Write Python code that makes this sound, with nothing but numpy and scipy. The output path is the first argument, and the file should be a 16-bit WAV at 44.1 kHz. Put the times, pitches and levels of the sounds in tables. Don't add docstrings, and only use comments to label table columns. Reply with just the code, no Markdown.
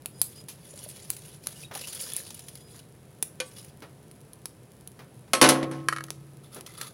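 import sys
import numpy as np
from scipy import signal
from scipy.fft import rfft, irfft
from scipy.io import wavfile

SR = 44100
rng = np.random.default_rng(int(sys.argv[2]) if len(sys.argv) > 2 else 0)


def master_out(mix):
    frames = np.transpose(np.atleast_2d(mix))
    ceiling = np.clip(frames, -1, 1)
    pcm = np.round(ceiling * 32767).astype(np.int16)
    wavfile.write(sys.argv[1], SR, pcm)


N = 305613
T = np.arange(N) / SR

# f/Hz, level/dB
CLASH_SPECTRUM = [(60, -31.5), (150, -10.5), (280, -0.5), (600, 1), (1000, -4.5), (2000, -1.5), (4000, -4),
                  (6000, -5.5), (7500, -12.5), (11000, -12.5), (12500, -21), (16000, -28.5)]


def amp(db):
    return 10 ** (np.asarray(db) / 20)


def unit(x):
    return x / np.sqrt(np.mean(x ** 2))


def fade(t, t60_s):
    return np.exp(-np.minimum(np.log(1000) * t / t60_s, 20))


def add(out, start_s, x):
    i = max(int(start_s * SR), 0)
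    out[i:i + len(x)] += x[:len(out) - i]


def colour(x, spectrum, tilt_db_oct=0):
    hz, db = np.transpose(spectrum)
    octave = np.log2(np.maximum(np.fft.rfftfreq(len(x), 1 / SR), 1) / 2000)
    gain_db = np.interp(octave, np.log2(hz / 2000), db) + tilt_db_oct * octave
    return irfft(rfft(x) * amp(gain_db), len(x))


def band(x, lo_hz, hi_hz, order=2):
    sos = signal.butter(order, [lo_hz, hi_hz], "band", fs=SR, output="sos")
    return signal.sosfilt(sos, x + 1e-18)


def resonance(x, hz, width_hz):
    return signal.lfilter(*signal.iirpeak(hz, hz / width_hz, fs=SR), x + 1e-18)


def walk(rate_hz):
    knots = rng.standard_normal(N // 20)
    return np.interp(T * rate_hz, np.arange(len(knots)), knots)


def crackle(rate_hz, spread_db):
    count = min(int(rate_hz * N / SR), N // 8)
    when, chance, side = rng.random((N // 8, 3))[:count].T
    size = amp(spread_db * np.minimum(-np.log(1 - chance), 3.5))
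    return unit(np.bincount((when * N).astype(int), size * np.sign(side - .5), N))


def tick():
    click = band(signal.unit_impulse(SR // 50), 900, 5100, order=1)
    return click / abs(click).max()


def ring(modes, freedom=1):
    t = T[:3 * SR // 2]
    swing = sum((-1) ** k * amp(db) * fade(t, t60_s * freedom) * np.sin(2 * np.pi * hz * t)
                for k, (hz, db, t60_s) in enumerate(modes))
    return band(swing, 100, 20000)


def wash(spectrum, t60_s, damping, tilt_db_oct=0, buzz_db=0):
    chatter = rng.standard_normal(SR) * amp(buzz_db * walk(900)[:SR])
    bins = rfft(unit(colour(chatter, spectrum, tilt_db_oct)))
    octave = np.log2(np.clip(np.fft.rfftfreq(SR, 1 / SR), 125, 16000) / 1000)
    out = np.zeros(SR)
    for k in range(-3, 5):
        octave_band = irfft(bins * np.maximum(1 - abs(octave - k), 0), SR)
        out += octave_band * fade(T[:SR], t60_s / 2 ** (k * damping))
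    return out


def fractures(breaks, grit_db, shower_db, low_db, middle_db):
    out, t = np.zeros(N), T[:SR // 4]
    for start_s, db, body_db, t60_s in breaks:
        noise, grit = rng.standard_normal((2, len(t)))
        shower = noise * amp(grit_db * np.minimum(grit, 2)) * fade(t, t60_s)
        shower *= amp(shower_db) / np.linalg.norm(shower)
        shower[0] = 1
        parts = band(shower, 205, 2660), band(shower, 1840, 7740), band(shower, 7300, 13340, order=1)
        gains = amp([body_db + low_db, body_db + middle_db, 0])
        snap = sum(gain * part / np.linalg.norm(part) for gain, part in zip(gains, parts))
        add(out, start_s, amp(db) * snap)
    return out


def effort(moves, grip_s=0.0099, release_t60_s=0.15):
    out = np.zeros(N)
    for start_s, end_s, db, swell_db in moves:
        progress = np.clip((T - start_s) / (end_s - start_s), 0, 1)
        attack = np.clip((T - start_s) / grip_s, 0, 1)
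        release = fade(np.maximum(T - end_s, 0), release_t60_s)
        out += amp(db + swell_db * (progress - .5)) * attack * release
    return out


def friction(resonances, density, jerk_db, shift_db, body_db):
    # f/Hz, level/dB
    paper_spectrum = [(150, -16), (500, 13), (800, -2.5), (1250, -3), (2200, 0.5), (4500, 3.5), (6500, 1),
                      (8000, -6.5), (11000, 1), (13000, -6), (16000, -4)]
    crumbs = np.zeros(N)
    for hz in np.geomspace(900, 15000, 22):
        clicks = crackle(density * hz / 60000, spread_db=4)
        crumbs += resonance(clicks, hz, hz / 14) * amp(3.5 * walk(35))
    grains = crackle(density, spread_db=4.5) + amp(1) * unit(crumbs)
    grains *= amp(jerk_db * walk(130))
    body = sum(amp(db + shift_db * walk(30)) * unit(resonance(grains, hz, 2 * half_width_hz))
               for hz, half_width_hz, db in resonances)
    return unit(unit(colour(grains, paper_spectrum)) + amp(body_db) * unit(body))


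def room(x):
    # delay/s, level/dB
    walls = [(.0013, -27), (.0024, -23.5), (.0034, -19.5), (.0046, -23.5), (.0059, -23)]
    t = T[:SR // 2]
    tail = rng.standard_normal(len(t)) * (t > .004) * np.exp(-t / 0.035)
    echoes = amp(-13) * tail / np.linalg.norm(tail)
    for delay_s, db in walls:
        echoes[int(delay_s * SR)] += amp(db)
    echoes = band(echoes, 1200, 19000)
    return x + signal.fftconvolve(x, echoes)[:N]


def draught():
    # f/Hz, level/dB
    spectrum = [(22, -86), (48, -44.5), (100, -33.5), (138, -26), (180, -34), (270, -40.5), (400, -39),
                (700, -47.5), (1100, -53.5), (2500, -59.5), (7000, -66), (15000, -70)]
    return colour(rng.standard_normal(N), spectrum) * amp(0.3 * walk(2.56))


def fire():
    # t/s, level/dB, body re treble/dB, shower t60/s
    bursts = [(0.0589, -14.5, -14, 0.014), (0.2160, 2.5, -25.5, 0.0063), (1.1032, -5, -24, 0.0059),
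              (1.4708, -13, -12.5, .009), (2.1357, -18, -24, 0.0076), (2.1655, -11, -23, 0.04),
              (3.2262, -8, -16, 0.02), (3.2287, -12.5, -16.5, 0.014), (4.1134, -36.5, -12, 0.016),
              (4.3335, -30.5, -15.5, 0.013), (4.4567, -17.5, -11, 0.014), (4.8752, -25.5, -16.5, 0.0097),
              (6.0397, -24.5, -8, .016), (6.105, -20, -5, 0.0057), (6.6098, -26, -11, 0.0091)]
    ticks = amp(-71) * band(crackle(rate_hz=50, spread_db=4), 2000, 16000)
    pops = amp(4) * fractures(bursts, grit_db=-2, shower_db=-2, low_db=8.5, middle_db=12.5)
    mic_ring = amp(-4.5) * resonance(pops, hz=10080, width_hz=400)
    return ticks + pops + mic_ring


def bumps():
    # t/s, level/dB, tilt/(dB/oct)
    hits = [(1.712, -39.5, 1), (1.75, -41, 2.5), (2.744, -53, 0), (3.822, -41, 0.5), (4.991, -44.5, 1),
            (5.279, -55.5, 0.5), (6.561, -41.5, -1.5)]
    # f/Hz, level/dB
    spectrum = [(60, -39), (200, 5.5), (700, 3.5), (1500, -0.5), (3000, -9.5), (6000, -15), (8000, -28.5),
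                (16000, -22)]
    out = np.zeros(N)
    for start_s, db, tilt_db_oct in hits:
        add(out, start_s, amp(db) * wash(spectrum, t60_s=0.22, damping=0.18, tilt_db_oct=tilt_db_oct))
    return out


def prods(t60_s=0.042):
    # t/s, f/Hz, level/dB
    notes = [(.438, 150, -32), (.738, 570, -39), (.863, 602, -37), (1.757, 780, -32)]
    out = np.zeros(N)
    for start_s, hz, db in notes:
        add(out, start_s, ring([(hz, db, t60_s)]))
    return out


def kindling():
    # start/s, end/s, level/dB, swell/dB
    slides = [(6.43, 6.46, -58.5, 0), (6.515, 6.59, -52.5, -4), (6.66, 6.76, -51.5, -10),
              (6.77, 6.87, -46, 2.5)]
    # f/Hz, half-width/Hz, level/dB
    sticks = [(1265, 67, 10), (1990, 73, 1.5), (2640, 35, -5), (3450, 98, 4), (4430, 140, -15),
              (4920, 157, -18)]
    return effort(slides) * friction(sticks, density=7800, jerk_db=3.5, shift_db=3, body_db=-2)


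def scraping():
    # start/s, end/s, level/dB, swell/dB
    pushes = [(.13, .41, -58.5, 8), (.57, .85, -53, 15.5), (.87, 1.36, -50, -3.5), (1.42, 1.65, -49.5, 0),
              (1.73, 2.19, -42, -0.5), (2.2, 2.62, -52, -13.5), (2.67, 2.8, -56, 6), (3.42, 3.55, -56, -1),
              (3.56, 3.69, -52, -9)]
    # f/Hz, half-width/Hz, level/dB
    blade = [(2880, 37, 2), (3430, 80, 4), (4890, 300, 5), (5840, 120, -4), (7000, 160, 6), (8200, 30, -3),
             (9130, 220, 11.5)]
    ash = friction(blade, density=3000, jerk_db=3.5, shift_db=9, body_db=-7.5)
    return amp(-2.5) * effort(pushes) * ash


def crunches():
    # t/s, level/dB, body re treble/dB, shower t60/s
    breaks = [(0.485, -21, -3.5, 0.19), (0.8385, -26, -18, 0.03), (0.889, -26, -15, 0.016),
              (1.166, -26.5, -6, 0.03), (1.7515, -20.5, -2, .04), (1.872, -22, -2.5, 0.099),
              (1.948, -21, -10, 0.066), (2.011, -16, -28, 0.12), (2.305, -29, 2.5, 0.028),
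              (2.3445, -25, -17, 0.033), (2.393, -27.5, -3.5, .05), (2.484, -26, -3, .039),
              (2.554, -28, -5, .03), (6.546, -26, -28, .089), (6.6638, -29.5, 2.5, .038),
              (6.813, -18, -0.5, .028)]
    return amp(5.5) * fractures(breaks, grit_db=-1.5, shower_db=14, low_db=-1, middle_db=5)


def singing(overtones_db=-61):
    # f/Hz, width/Hz, level/dB
    modes = [(3350, 80, -12.5), (4970, 50, -10.5), (6950, 70, -9.5), (8220, 50, -9.5), (11150, 70, -7.5),
             (14600, 120, -11.5)]
    # start/s, end/s, leading mode f/Hz, its level/dB
    strokes = [(0.097, 0.328, 4970, -63), (0.342, 0.443, 4970, -57.5), (1.48, 1.68, 8220, -60),
               (1.634, 1.64, 2550, -39.5), (1.642, 1.662, 3780, -44), (2.563, 2.684, 4970, -59.5),
               (2.654, 2.775, 4970, -67), (3.446, 3.51, 8200, -56)]
    rub = rng.standard_normal(N)
    overtones = sum(amp(db + 2 * walk(11)) * unit(resonance(rub, hz, width_hz))
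                    for hz, width_hz, db in modes)
    wavering_s = np.cumsum(1 + .003 * walk(60)) / SR
    grip = amp(4.4 * walk(53.4))
    out = np.zeros(N)
    for start_s, end_s, hz, db in strokes:
        span = (T > start_s) & (T < end_s)
        pressure = np.sin(np.pi * (T[span] - start_s) / (end_s - start_s))
        tone = amp(db) * grip[span] * np.sin(2 * np.pi * hz * wavering_s[span])
        out[span] += pressure * (amp(overtones_db) * overtones[span] + tone)
    return out


def frame_knock(start_s=3.4015):
    # f/Hz, level/dB, t60/s
    modes = [(512, -3.5, 0.15), (1150, -21.5, 0.27), (1516, -13, 0.1), (1970, -25, 0.13), (2420, -3, 0.056),
             (3000, -8, 0.064), (3280, -16, 0.13), (3876, -11, 0.082), (4380, -9.5, 0.065),
             (6700, -10, 0.049)]
    clash = wash(CLASH_SPECTRUM, t60_s=0.13, damping=0.43, tilt_db_oct=2.2, buzz_db=3)
    out = np.zeros(N)
    add(out, start_s, amp(-25.5) * ring(modes))
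    add(out, start_s, amp(-28.5) * clash)
    return out


def wood_knocks():
    # t/s, level/dB
    knocks = [(5.8856, -10), (5.926, -23.5), (5.933, -25.5), (5.963, -26.5), (5.971, -31.5), (5.984, -29),
              (6.007, -30.5), (6.084, -42), (6.8115, -37.5)]
    # f/Hz, level/dB, t60/s
    modes = [(1047, -5, 0.03), (1280, 6.5, 0.022), (1444, -2.5, 0.029), (1646, 0, 0.045), (1913, -1, 0.027),
             (2213, -13, 0.06), (3055, -8.5, 0.015), (4320, -16, 0.06)]
    out = np.zeros(N)
    for start_s, db in knocks:
        contact = wash(CLASH_SPECTRUM, t60_s=0.027, damping=0.16, tilt_db_oct=2 + 0.021 * db)
        handle = ring([(hz, mode_db + 3 * rng.standard_normal(), t60_s) for hz, mode_db, t60_s in modes])
        add(out, start_s, amp(db - 4) * handle)
        add(out, start_s, amp(db - 10) * contact)
        add(out, start_s, amp(db - 24) * tick())
    return out


def shovel_drop():
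    # t/s, boom/dB, blade/dB, blade freedom/0-1, clash/dB, tilt/(dB/oct), clash t60/s, tick/dB
    blows = [(5.334, -43.5, -26, 1, -17, 1, 0.18, -1.5), (5.414, -18, -44, 0.8, -11.5, -0.06, 0.49, -5.5),
             (5.4898, -30.5, -24, 0.67, -14.5, 4, 0.2, 3), (5.628, -60.5, -56, 0, -27.5, -3, 0.1, -37),
             (5.713, -44, -42.5, 0.27, -45, -1.5, 0.69, -36)]
    # f/Hz, level/dB, t60/s
    sheet_modes = [(140.4, -8, 2.12), (215, -8, 0.45), (264, 0, 0.62), (326, -3.5, 1.44),
                   (394, -16.5, 0.91), (493, -2, 0.68), (529.6, -4.5, 0.81), (597, -1.5, 0.44),
                   (732, -6.5, 0.41), (740, -6, 0.49), (872.2, -1, 0.33), (950, -10, 0.33),
                   (1029, -3.5, 0.35), (1080, -12.5, 0.98), (1112, -3, 0.56), (1286, -20, 1.9),
                   (1410, -9, 0.49), (1500, -10.5, 0.33), (1510, -11.5, 0.52), (1599, -5.5, .27),
                   (1674, -21, .6), (1717, -8, .2), (1860, -25, .75), (1990, -13, .45), (2040, -11, .2),
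                   (2930, -10.5, 0.21), (3600, -30, .3), (5000, -24, 0.33), (6200, -25, 0.43)]
    # f/Hz, level/dB, t60/s
    blade_modes = [(531, 1, 0.19), (690, -28, 0.38), (1080, 1, 0.26), (1295, 4, 0.21), (2240, -17, 0.16),
                   (3240, -22, 0.55), (4300, -8.5, 0.21), (5350, -25, 0.16), (5647, -13, 0.15),
                   (6130, -7, 0.14), (7000, -17.5, 0.15), (8330, -7, 0.15), (9711, -22, 0.13),
                   (10850, -12, 0.11), (10600, -29, 0.13), (11180, -10, 0.17)]
    out, boom = np.zeros(N), ring(sheet_modes)
    for start_s, boom_db, blade_db, freedom, clash_db, tilt_db_oct, t60_s, tick_db in blows:
        clash = wash(CLASH_SPECTRUM, t60_s, damping=0.38, tilt_db_oct=tilt_db_oct, buzz_db=4)
        add(out, start_s, amp(boom_db) * boom)
        add(out, start_s, amp(blade_db) * ring(blade_modes, max(freedom, .1)))
        add(out, start_s, amp(clash_db) * clash)
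        add(out, start_s, amp(tick_db) * tick())
    return out


def scene():
    stove = draught() + fire()
    stirring = scraping() + kindling() + crunches() + singing()
    impacts = frame_knock() + shovel_drop() + wood_knocks() + bumps() + prods()
    return room(stove + stirring + impacts)[None]


def record(dry):
    ceiling, top_hz = .85, 16100
    bright = dry + amp(8.5) * resonance(dry, hz=10250, width_hz=975)
    rounded = ceiling * np.tanh(bright / ceiling)
    return signal.sosfilt(signal.ellip(8, .2, 70, top_hz, fs=SR, output="sos"), rounded)


dry = scene()
out = record(dry)
master_out(out)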